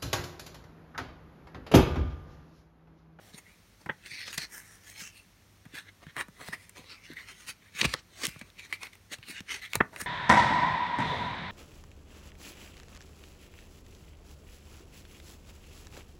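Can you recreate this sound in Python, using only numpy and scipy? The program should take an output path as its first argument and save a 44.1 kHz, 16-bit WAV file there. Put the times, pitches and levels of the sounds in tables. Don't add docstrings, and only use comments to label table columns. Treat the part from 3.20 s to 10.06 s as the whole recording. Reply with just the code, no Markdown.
import sys
import numpy as np
from scipy import signal
from scipy.fft import rfft, irfft, next_fast_len
from scipy.io import wavfile
from scipy.ndimage import uniform_filter1d, map_coordinates

SR = 44100
rng = np.random.default_rng(int(sys.argv[2]) if len(sys.argv) > 2 else 0)


def persist_wave(psi):
    counts = np.round(np.clip(psi, -1, 1) * 32767).astype(np.int16)
    wavfile.write(sys.argv[1], SR, np.atleast_2d(counts).T)


N = 302526


def amp(db):
    return 10 ** (np.asarray(db) / 20)


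def unit(x):
    return x / np.sqrt(np.mean(x ** 2, axis=-1, keepdims=True) + 1e-20)


def along(points, hz):
    f, v = np.transpose(points)
    return np.interp(np.log(hz + 1), np.log(f + 1), v)


def wobble(rate):
    knots = rng.standard_normal(int(N * rate / SR) + 4)
    return map_coordinates(knots, [np.arange(N) * rate / SR])


def filtered(x, response):
    m = next_fast_len(N + 8192)
    return irfft(rfft(x, m) * response(np.fft.rfftfreq(m, 1 / SR)), m)[..., :N]


def below(hz, edge_hz):
    return 1 / (1 + (hz / edge_hz) ** 12)


def add(track, s, sound):
    at = round(s * SR)
    track[..., at:at + sound.shape[-1]] += sound


def burst(t, rise, t60):
    rise = max(rise, 1 / SR)
    climb = (t / rise) ** 2
    decay = amp(-60 * (t - rise) / max(t60, 1 / SR))
    return np.where(t < rise, climb, decay)


# (frequency [Hz], relative level per Hz [dB])
AIR_SPECTRUM = [(25, 0.5), (50, -6.5), (102, -2), (126, -12.5), (174, -4.5), (250, -12.5), (360, -14.5),
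                (700, -20), (1400, -20), (2100, -19), (3000, -23), (4400, -23), (6000, -23.5), (15800, -33)]
# (frequency [Hz], peak level before wavering [dB], waver rate [1/s])
HUM_PARTIALS = [(49.7, -70.5, 8.5), (100.6, -66.5, 10)]
AIR_DB = -60.5


def workshop():
    drift_db = .5 * wobble(3)
    noise = rng.standard_normal(N)
    flow = unit(filtered(noise, lambda hz: amp(along(AIR_SPECTRUM, hz))))
    air = amp(AIR_DB + drift_db) * flow
    t, waver_db = np.arange(N) / SR, 2.5
    hum = np.zeros(N)
    for hz, db, rate in HUM_PARTIALS:
        level = amp(db + waver_db * wobble(rate))
        hum += level * np.sin(2 * np.pi * hz * t + 0.93 * wobble(rate))
    return air + hum


def patches(x, size, bins, frames, db):
    z = signal.stft(x, nperseg=size)[2]
    field = rng.standard_normal(z.shape)
    field = uniform_filter1d(field, size=bins, axis=0)
    field = uniform_filter1d(field, size=frames, axis=1)
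    return signal.istft(z * amp(db * field / field.std()), nperseg=size)[1]


def friction(grit_db, crackle_rate, crackle_db):
    chance = crackle_rate * amp(3 * wobble(25)) / SR
    kicks = (rng.random(N) < chance) * amp(crackle_db + 3.2 * rng.random(N))
    crackle = signal.lfilter([1], [1, -.96], kicks)
    grit = amp(grit_db * (wobble(700) + 0.51 * wobble(90)))
    fibres = rng.standard_normal(N) * (grit + crackle)
    fibres = patches(np.pad(fibres, (0, 2048)), size=1024, bins=2, frames=8, db=3.5)
    return patches(fibres, size=256, bins=3, frames=40, db=2.84)[:N]


# (frequency [Hz], relative level per Hz [dB])
PAPER_SPECTRUM = [(180, -12), (300, -4.5), (700, -10.5), (1300, -7.5), (2000, -2.5), (3000, -6.5),
                  (5000, -12), (9000, -11), (13000, -21.5), (15800, -21.5)]
# (belly top [Hz], sheet top [Hz], scrape top [Hz])
BAND_EDGES = (1200, 3200, 7000)


def paper_bands(x):
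    def shares(hz):
        under = [0 * hz] + [below(hz, e) for e in BAND_EDGES] + [0 * hz + 1]
        power_shares = np.abs(np.diff(under, axis=0))
        return amp(along(PAPER_SPECTRUM, hz)) * np.sqrt(power_shares)
    return unit(filtered(x, shares))


HIGH_RING_SHARE = 0.84


def free_sheet(x, low_width, high_width):
    hz, t, z = signal.stft(np.pad(x, (0, 256)), SR, nperseg=256)
    s, climb, hold, *_, low_hz, high_hz, low_db = np.transpose(SLIDES)
    knots = np.column_stack([s, s + hold]).ravel()

    def grip(v):
        return np.interp(t, knots, np.repeat(v, 2))

    ring_db = 0
    for centre, db, width in ((low_hz, low_db, low_width), (high_hz, HIGH_RING_SHARE * low_db, high_width)):
        distance = np.log((hz[:, None] + 1) / grip(centre)) / width
        ring_db = ring_db + grip(db) * (np.exp(-distance ** 2) - .2)
    return paper_bands(signal.istft(z * amp(ring_db), nperseg=256)[1][:N])


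# (time of full strength [s], climb [s], hold [s], fade [s], sheet level [dB],
# scrape, fizz and belly levels over sheet [dB], low ring [Hz], high ring [Hz],
# rise of the low ring over frequencies far from it [dB])
SLIDES = [ (0.029, 0.044, 0.08, .03, -64, -4.5, -3, -2, 2050, 4570, 5.9),
          (.14, 0.014, 0.016, 0.027, -61.5, 4.5, 1, -0.5, 1960, 4000, 13),
          (0.184, .04, .003, 0.016, -57.5, -1, 7.5, 3.5, 2080, 4070, 6.8),
          (.272, 0.037, 0.049, 0.11, -65.5, -10, -4.5, -6, 2080, 3800, 9),
          (.614, 0.028, .003, 0.033, -66.5, 1.5, -2, 3.5, 2050, 4920, 8.2),
          (.845, 0.084, .01, .012, -58, -8, -9, -12, 2000, 4130, 12),
          (0.864, 0.019, 0.0033, 0.042, -45.5, -5, -6.5, -14, 2060, 4300, 11),
          (.915, 0.054, 0.13, 0.043, -50.5, 3.5, -3.5, -11.5, 2130, 4420, 20),
          (1.07, 0.043, 0.046, .02, -51.5, 4, -5, -10, 1990, 4700, 9),
          (1.135, 0.017, 0.012, .035, -42, -6, -4, -18, 1990, 4200, 6.8),
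          (1.19, 0.023, 0.054, 0.024, -45, 4, -6.5, -11.5, 1860, 4670, 9.8),
          (1.337, 0.058, 0.055, 0.075, -52.5, -11, 4, -5, 1840, 5500, 12.2),
          (1.45, .05, 0.11, 0.071, -62, -7, 2.5, -4, 1850, 5300, 11),
          (1.697, 0.14, 0.01, 0.078, -53.5, -5, 0, -14.5, 2100, 5600, 5),
          (1.762, .04, 0.04, 0.046, -50.5, -11, -17, -24, 2310, 5030, 7.9),
          (1.806, 0.054, 0.009, 0.061, -44.5, -0.5, -2, -12.5, 2290, 4900, 6.4),
          (1.848, .06, 0.021, 0.048, -48, -6.5, -4, -32, 2650, 5950, 11),
          (1.974, 0.087, 0.0024, .08, -56.5, -14, 2, -30, 2600, 4300, 19),
          (2.554, 0.032, 0.037, 0.042, -41, -12.5, -12, -18, 1850, 3840, 8.6),
          (2.69, 0.056, .003, 0.014, -54.5, -9, -20, -9, 1900, 3670, 14),
          (2.835, 0.034, 0.0024, 0.023, -58, -7.5, -10, 3, 2030, 3880, 5.5),
          (2.898, 0.062, .003, 0.036, -55, -7.5, -25, -15, 1750, 3600, 15),
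          (2.972, 0.014, 0.027, .02, -38, -26, -13, -9, 1940, 4330, 5.6),
          (3.01, 0.038, .002, 0.017, -35.5, -9, -7.5, -8.5, 1750, 4170, 8.5),
          (3.209, 0.027, .003, 0.11, -50, -4, -5, -4.5, 1750, 3870, 6),
          (3.278, 0.11, 0.0066, 0.071, -48.5, -3.5, -4.5, -13, 1890, 4270, 6),
          (3.332, 0.013, .002, 0.031, -37, -11.5, -10, -3.5, 1870, 5170, 12),
          (3.435, 0.19, .003, 0.11, -61, -6, -2, -12, 2120, 4560, 7.2),
          (3.57, 0.034, 0.014, 0.096, -52, -2, -11, -10.5, 2000, 4100, 4.3),
          (3.717, 0.083, 0.0027, .078, -49.5, 0.5, -14, -6, 2580, 4500, 11.3),
          (3.854, .07, .012, 0.071, -57.5, -0.5, -8, -28, 2150, 5500, 15),
          (3.906, 0.056, 0.032, 0.018, -56.5, -2.5, -11, -3, 1710, 4350, 11),
          (3.968, .02, .046, 0.11, -51.5, -10, -10.5, -13.5, 2030, 4220, 13),
          (4.083, 0.026, 0.034, 0.038, -47.5, -7.5, -11, -15.5, 2250, 5000, 7.6),
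          (4.204, 0.097, .003, 0.15, -54, -2.5, -6.5, -7, 2150, 5100, 6),
          (4.282, 0.022, 0.023, 0.025, -42.5, -4.5, -3, -11.5, 2520, 4830, 8.7),
          (4.43, 0.036, 0.065, 0.014, -61, -15, -9.5, -12, 2000, 4100, 14),
          (4.558, 0.026, .015, .03, -47, -3, -12, -17, 2130, 3980, 6),
          (4.599, 0.046, 0.0022, 0.021, -37, -2.5, -8, -16, 2230, 3870, 6.2),
          (4.652, 0.023, .002, 0.011, -27, -1, -9.5, -5, 2280, 4630, 10.4),
          (4.706, .13, 0.036, .012, -47.5, 1, -5.5, -9, 2380, 4170, 6.8),
          (4.744, 0.0037, 0.0017, 0.012, -45, -15, -9, 12, 1640, 4300, 10),
          (4.76, .012, 0.041, 0.02, -57.5, 2, -17, -8, 2040, 4150, 3.8),
          (5.052, 0.084, 0.0084, 0.012, -39, 1.5, -4.5, -5.5, 2250, 4750, 6.3),
          (5.076, 0.0073, .002, 0.1, -47, -3, -3.5, -11, 2250, 5030, 7.2),
          (5.15, .03, 0.041, .02, -66, 2.5, -8, -11, 2550, 4400, 9.7),
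          (5.22, 0.0043, .002, 0.013, -51, -8, -21, -2.5, 2070, 4100, 4.2),
          (5.24, .02, 0.058, .012, -65.5, -5, -8, -2.5, 2150, 4200, 8),
          (5.394, .025, .003, 0.037, -46, -8.5, -12, -13, 2270, 4480, 9.6),
          (5.452, 0.09, 0.0034, .03, -50.5, -4, -10, -12.5, 2110, 4240, 8),
          (5.512, .042, 0.0062, 0.016, -54, -4, -6, -5.5, 2210, 4570, 9),
          (5.534, 0.008, 0.0019, .03, -39, -9, -6, -13, 2200, 4340, 15),
          (5.625, 0.032, 0.026, 0.046, -48.5, -6.5, -6.5, -9, 2180, 4150, 7),
          (5.731, 0.01, .002, .055, -60, -7, -4, -11, 2400, 4100, 8.1),
          (5.922, 0.016, .02, .02, -38, -2.5, -10, -11.5, 1780, 4020, 6.9),
          (6.035, 0.0072, .002, 0.012, -44, -20, -22, -27, 3070, 4240, 13),
          (6.103, 0.059, 0.0077, 0.049, -46.5, -2.5, -1.5, -8.5, 2550, 4200, 6),
          (6.162, 0.099, 0.033, 0.013, -45, -4.5, -26, -25, 2520, 3380, 5),
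          (6.286, 0.015, 0.012, 0.033, -43.5, -9, -20, -21, 2230, 4490, 4.8),
          (6.313, 0.035, 0.031, 0.064, -39, -3, -14, -12.5, 2250, 4700, 5.6),
          (6.42, 0.011, 0.039, 0.031, -41.5, -14, -16.5, -28.5, 2080, 4300, 5.9),
          (6.52, .05, 0.011, .03, -59, 0, -2, -11, 2290, 4140, 9.4),
          (6.558, 0.026, 0.0018, 0.0084, -40, -6, -4, 1, 2390, 4140, 9.6),
          (6.74, 0.032, .003, .05, -53.5, -11, -9, 1, 1860, 4470, 7),
          (6.77, .008, .002, .036, -48, -21, -14, -8, 2030, 4600, 9),
          (6.809, 0.041, 0.0034, 0.052, -43.5, -12, -1, -4.5, 1800, 4870, 7.2)]
STROKE_RANGE_DB = 20


def strokes():
    power, t = np.zeros((4, N)), np.arange(N) / SR
    for s, climb, hold, fade, db, scrape_db, fizz_db, belly_db, *_ in SLIDES:
        near = slice(max(round((s - 3 * climb) * SR), 0), round((s + hold + 3 * fade) * SR))
        away = np.maximum((s - t[near]) / climb, (t[near] - s - hold) / fade).clip(0)
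        band_db = db + np.array([[belly_db], [0], [scrape_db], [fizz_db]])
        power[:, near] += amp(band_db - STROKE_RANGE_DB * away) ** 2
    rubbing = friction(grit_db=1.5, crackle_rate=70, crackle_db=3.0)
    bands = free_sheet(rubbing, low_width=0.21, high_width=0.21)
    return np.sum(np.sqrt(power) * bands, axis=0)


# (frequency [Hz], t60 [s])
ROOM_DECAY = [(200, 0.24), (1500, 0.19), (4000, 0.13), (10000, 0.098)]


def room(x):
    hz, t, z = signal.stft(rng.standard_normal(SR // 2), SR, nperseg=256)
    decay = amp(-60 * t / along(ROOM_DECAY, hz)[:, None])
    tail = signal.istft(z * decay, SR, nperseg=256)[1]
    delayed = np.pad(x, (250, 0))
    return signal.fftconvolve(delayed, tail / np.linalg.norm(tail))[:N]


# (onset time [s], scale of the push [dB], pitch of the push [Hz])
AIR_PUSHES = [(0.141, -42, 194), (.662, -36, 173), (.693, -31, 237), (.915, -49, 134), (1.177, -36, 172),
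              (1.817, -44, 187), (2.46, -40, 180), (2.537, -40.5, 278), (2.865, -37.5, 155),
              (2.967, -44, 128), (3.084, -42, 195), (3.213, -46, 246), (3.287, -35.5, 190),
              (3.591, -43, 236), (3.901, -36, 304), (3.921, -40, 260), (4.547, -48, 181),
              (4.619, -29.5, 209), (4.65, -21.5, 188), (4.656, -33, 58), (4.665, -31, 94),
              (4.742, -44, 233), (5.038, -40, 234), (5.077, -33.5, 179), (5.09, -49, 59.3),
              (5.16, -42, 142), (5.214, -37.5, 220), (5.237, -51, 55), (5.532, -49, 270),
              (5.914, -42.5, 300), (5.985, -44.5, 111), (6.096, -38, 280), (6.205, -36.5, 186),
              (6.565, -28.5, 105), (6.607, -22.5, 210), (6.82, -36.5, 180)]
PUSH_RISE_TURNS, PUSH_T60_TURNS = 0.8, 7.1
SWING_RISE_S, SWING_T60_S, SWING_DB, SWING_PITCH = 0.0106, 0.072, -11, 0.628


def flaps():
    out, t = np.zeros(N + SR), np.arange(SR // 3) / SR
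    for s, db, hz in AIR_PUSHES:
        push = burst(t, PUSH_RISE_TURNS / hz, PUSH_T60_TURNS / hz) * np.sin(2 * np.pi * hz * t)
        phase = 2 * np.pi * SWING_PITCH * hz * t + rng.uniform(0, 2 * np.pi)
        swing = burst(t, SWING_RISE_S, SWING_T60_S) * np.sin(phase)
        add(out, s, amp(db) * (push + amp(SWING_DB) * swing))
    return out[:N]


# (time of full strength [s], sheet level [dB], scrape, fizz and belly levels over sheet [dB],
# rise [s], t60 before the factor of each band [s])
CRACKS_AND_SCUFFS = [(0.6609, -45, -15, -9, 6, 0.00074, 0.048), (0.861, -45, -2, -11, -25, 0.0015, 0.01),
                     (1.082, -41.5, 1.5, -12, -7, 0.011, 0.04), (1.1297, -35, -16, -2, -20, 0.0021, 0.016),
                     (1.1807, -32.5, 2.5, 3.5, -9.5, 0.0071, 0.042),
                     (2.454, -54, -21, -5, -3, 0.0017, 0.076), (2.868, -47.5, -19, -12, -6, 0.0023, 0.023),
                     (2.9664, -30.5, -21, -9, -7.5, 0.0016, 0.022),
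                     (3.0038, -37, -25, -13, -2, 0.0062, 0.053),
                     (3.0845, -56.5, -22, 6, 7.5, 0.0023, 0.021),
                     (3.216, -48.5, -21, -15, 4.5, 0.018, 0.011),
                     (3.286, -44.5, -10, 4, 11.5, 0.00092, 0.0076),
                     (3.3327, -43, -21, -17, 4.5, 0.0024, 0.028),
                     (3.4953, -52, -16, 12, -13, 0.0026, 0.032),
                     (3.5632, -48, -14, -15, -16, 0.0045, 0.008), (3.936, -52, -10, 3, -8, 0.0052, 0.0052),
                     (3.971, -46, -20, -23, -27, 0.0021, 0.012),
                     (3.9873, -42, -19, -23, -27, 0.0025, 0.033),
                     (4.599, -41.5, -7, -13, -4, 0.0064, 0.042),
                     (4.6156, -21, -1, -14, -16.5, 0.011, 0.024), (4.632, -40.5, 1, -4, 11.5, 0.006, 0.019),
                     (4.6489, -27, -14, -22, 3, 0.0039, 0.0095), (4.6562, -41.5, 12, 3, 9, 0.0073, 0.032),
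                     (4.7405, -27.5, 3.5, -4.5, 0, 0.006, 0.0073),
                     (5.036, -35.5, 2, -3, -3.5, 0.005, 0.086), (5.055, -31.5, 0.5, 2, -13, 0.014, 0.016),
                     (5.0687, -31, 4, 12, -24, 0.00073, 0.0044), (5.161, -52.5, -8, -17, 7, 0.0014, 0.017),
                     (5.192, -57.5, 0, 7.5, -13, 0.00128, 0.12),
                     (5.2147, -37, -15, -11, -9.5, 0.0046, 0.014),
                     (5.3022, -53, 6, -1, -12, 0.00067, 0.004),
                     (5.5275, -24.5, -18.5, -13.5, -18.5, 0.0034, 0.03),
                     (5.6331, -36.5, -1, -5.5, -7, 0.0054, 0.015),
                     (5.6695, -43, -6, -14, -10, 0.00076, 0.026),
                     (5.733, -52.5, -2, -4, -20, 0.0042, 0.011), (5.7547, -55, -15, 4.5, -2, 0.0037, 0.016),
                     (5.985, -53, -8, 0, -2, 0.00046, 0.026), (6.029, -39.5, -11, -27, -25, 0.00055, 0.01),
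                     (6.205, -41, -1, -5, -4, 0.00056, 0.021), (6.286, -43, -9, -18, -24, 0.0021, 0.016),
                     (6.534, -22.5, -10, -7, -26, 0.00084, 0.01),
                     (6.5547, -29, -2, 11.5, 3, 0.00057, 0.028), (6.762, -35, -13, -8, -8, 0.0017, 0.023),
                     (6.802, -43, -11, -6, 0, 0.00193, 0.025), (6.8177, -42.5, -3.5, 7.5, -2.5, 0.03, 0.03)]


def snaps_and_scuffs():
    out, t = np.zeros(N + SR), np.arange(SR // 8) / SR
    sheet = free_sheet(rng.standard_normal(N), low_width=0.29, high_width=0.18)
    sheet = np.pad(sheet, ((0, 0), (0, SR)))
    for s, db, scrape_db, fizz_db, belly_db, rise, t60 in CRACKS_AND_SCUFFS:
        shapes = np.array([burst(t, rise, t60 * k) for k in (1.2, 0.78, 1.0, 0.31)])
        bands = shapes * sheet[:, round(s * SR):][:, :len(t)]
        bands *= np.linalg.norm(shapes, axis=1, keepdims=True) / np.linalg.norm(bands, axis=1, keepdims=True)
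        band_gains = amp(db + np.array([belly_db, 0, scrape_db, fizz_db]))
        add(out, s - rise, band_gains @ bands)
    return out[:N]


# (onset time [s], peak level [dB], rise [s], t60 [s], pitch factor [1])
BUCKLES = [(0.6913, -16.5, 0.0049, 0.051, 1.06), (6.6044, -7, 0.0047, 0.026, 1.014)]
# (frequency [Hz], relative level per Hz [dB])
BENT_SHEET_SPECTRUM = [(60, -18), (215, -5), (450, -8.5), (680, -12), (820, -2), (1020, -10.5),
                       (1240, -2.5), (1450, -3), (1800, 1), (2300, -16), (3200, -18.5), (4000, -42),
                       (6000, -51), (16000, -53)]


def pops():
    out, t = np.zeros(N + SR), np.arange(8192) / SR
    hz = np.fft.rfftfreq(len(t), 1 / SR)
    lead = 441
    for s, db, rise, t60, pitch in BUCKLES:
        jolt = 0.35 * (t < rise)
        push = np.maximum(burst(t, rise, t60), jolt) * rng.standard_normal(len(t))
        pop = irfft(rfft(np.roll(push, lead)) * amp(along(BENT_SHEET_SPECTRUM, hz / pitch)))
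        add(out, s - lead / SR, amp(db) * pop / np.abs(pop).max())
    return out[:N]


def scene():
    near = strokes() + snaps_and_scuffs() + flaps()
    buckles = pops()
    echo = room(amp(-18) * near + amp(-19.5) * buckles)
    return (near + buckles + echo + workshop())[None]


# (centre [Hz], width [Hz], depth [dB])
SHADING_DIPS = [(4850, 220, -4), (7640, 950, -4), (10340, 330, -5)]
TOP_HZ = 15900


def record(dry):
    def response(hz):
        dips_db = sum(db * np.exp(-((hz - c) / w) ** 2) for c, w, db in SHADING_DIPS)
        bass_cut = 1 - below(hz, 40.0)
        return amp(dips_db) * bass_cut * (hz < TOP_HZ)
    return filtered(dry, response)


dry = scene()
out = record(dry)
persist_wave(out)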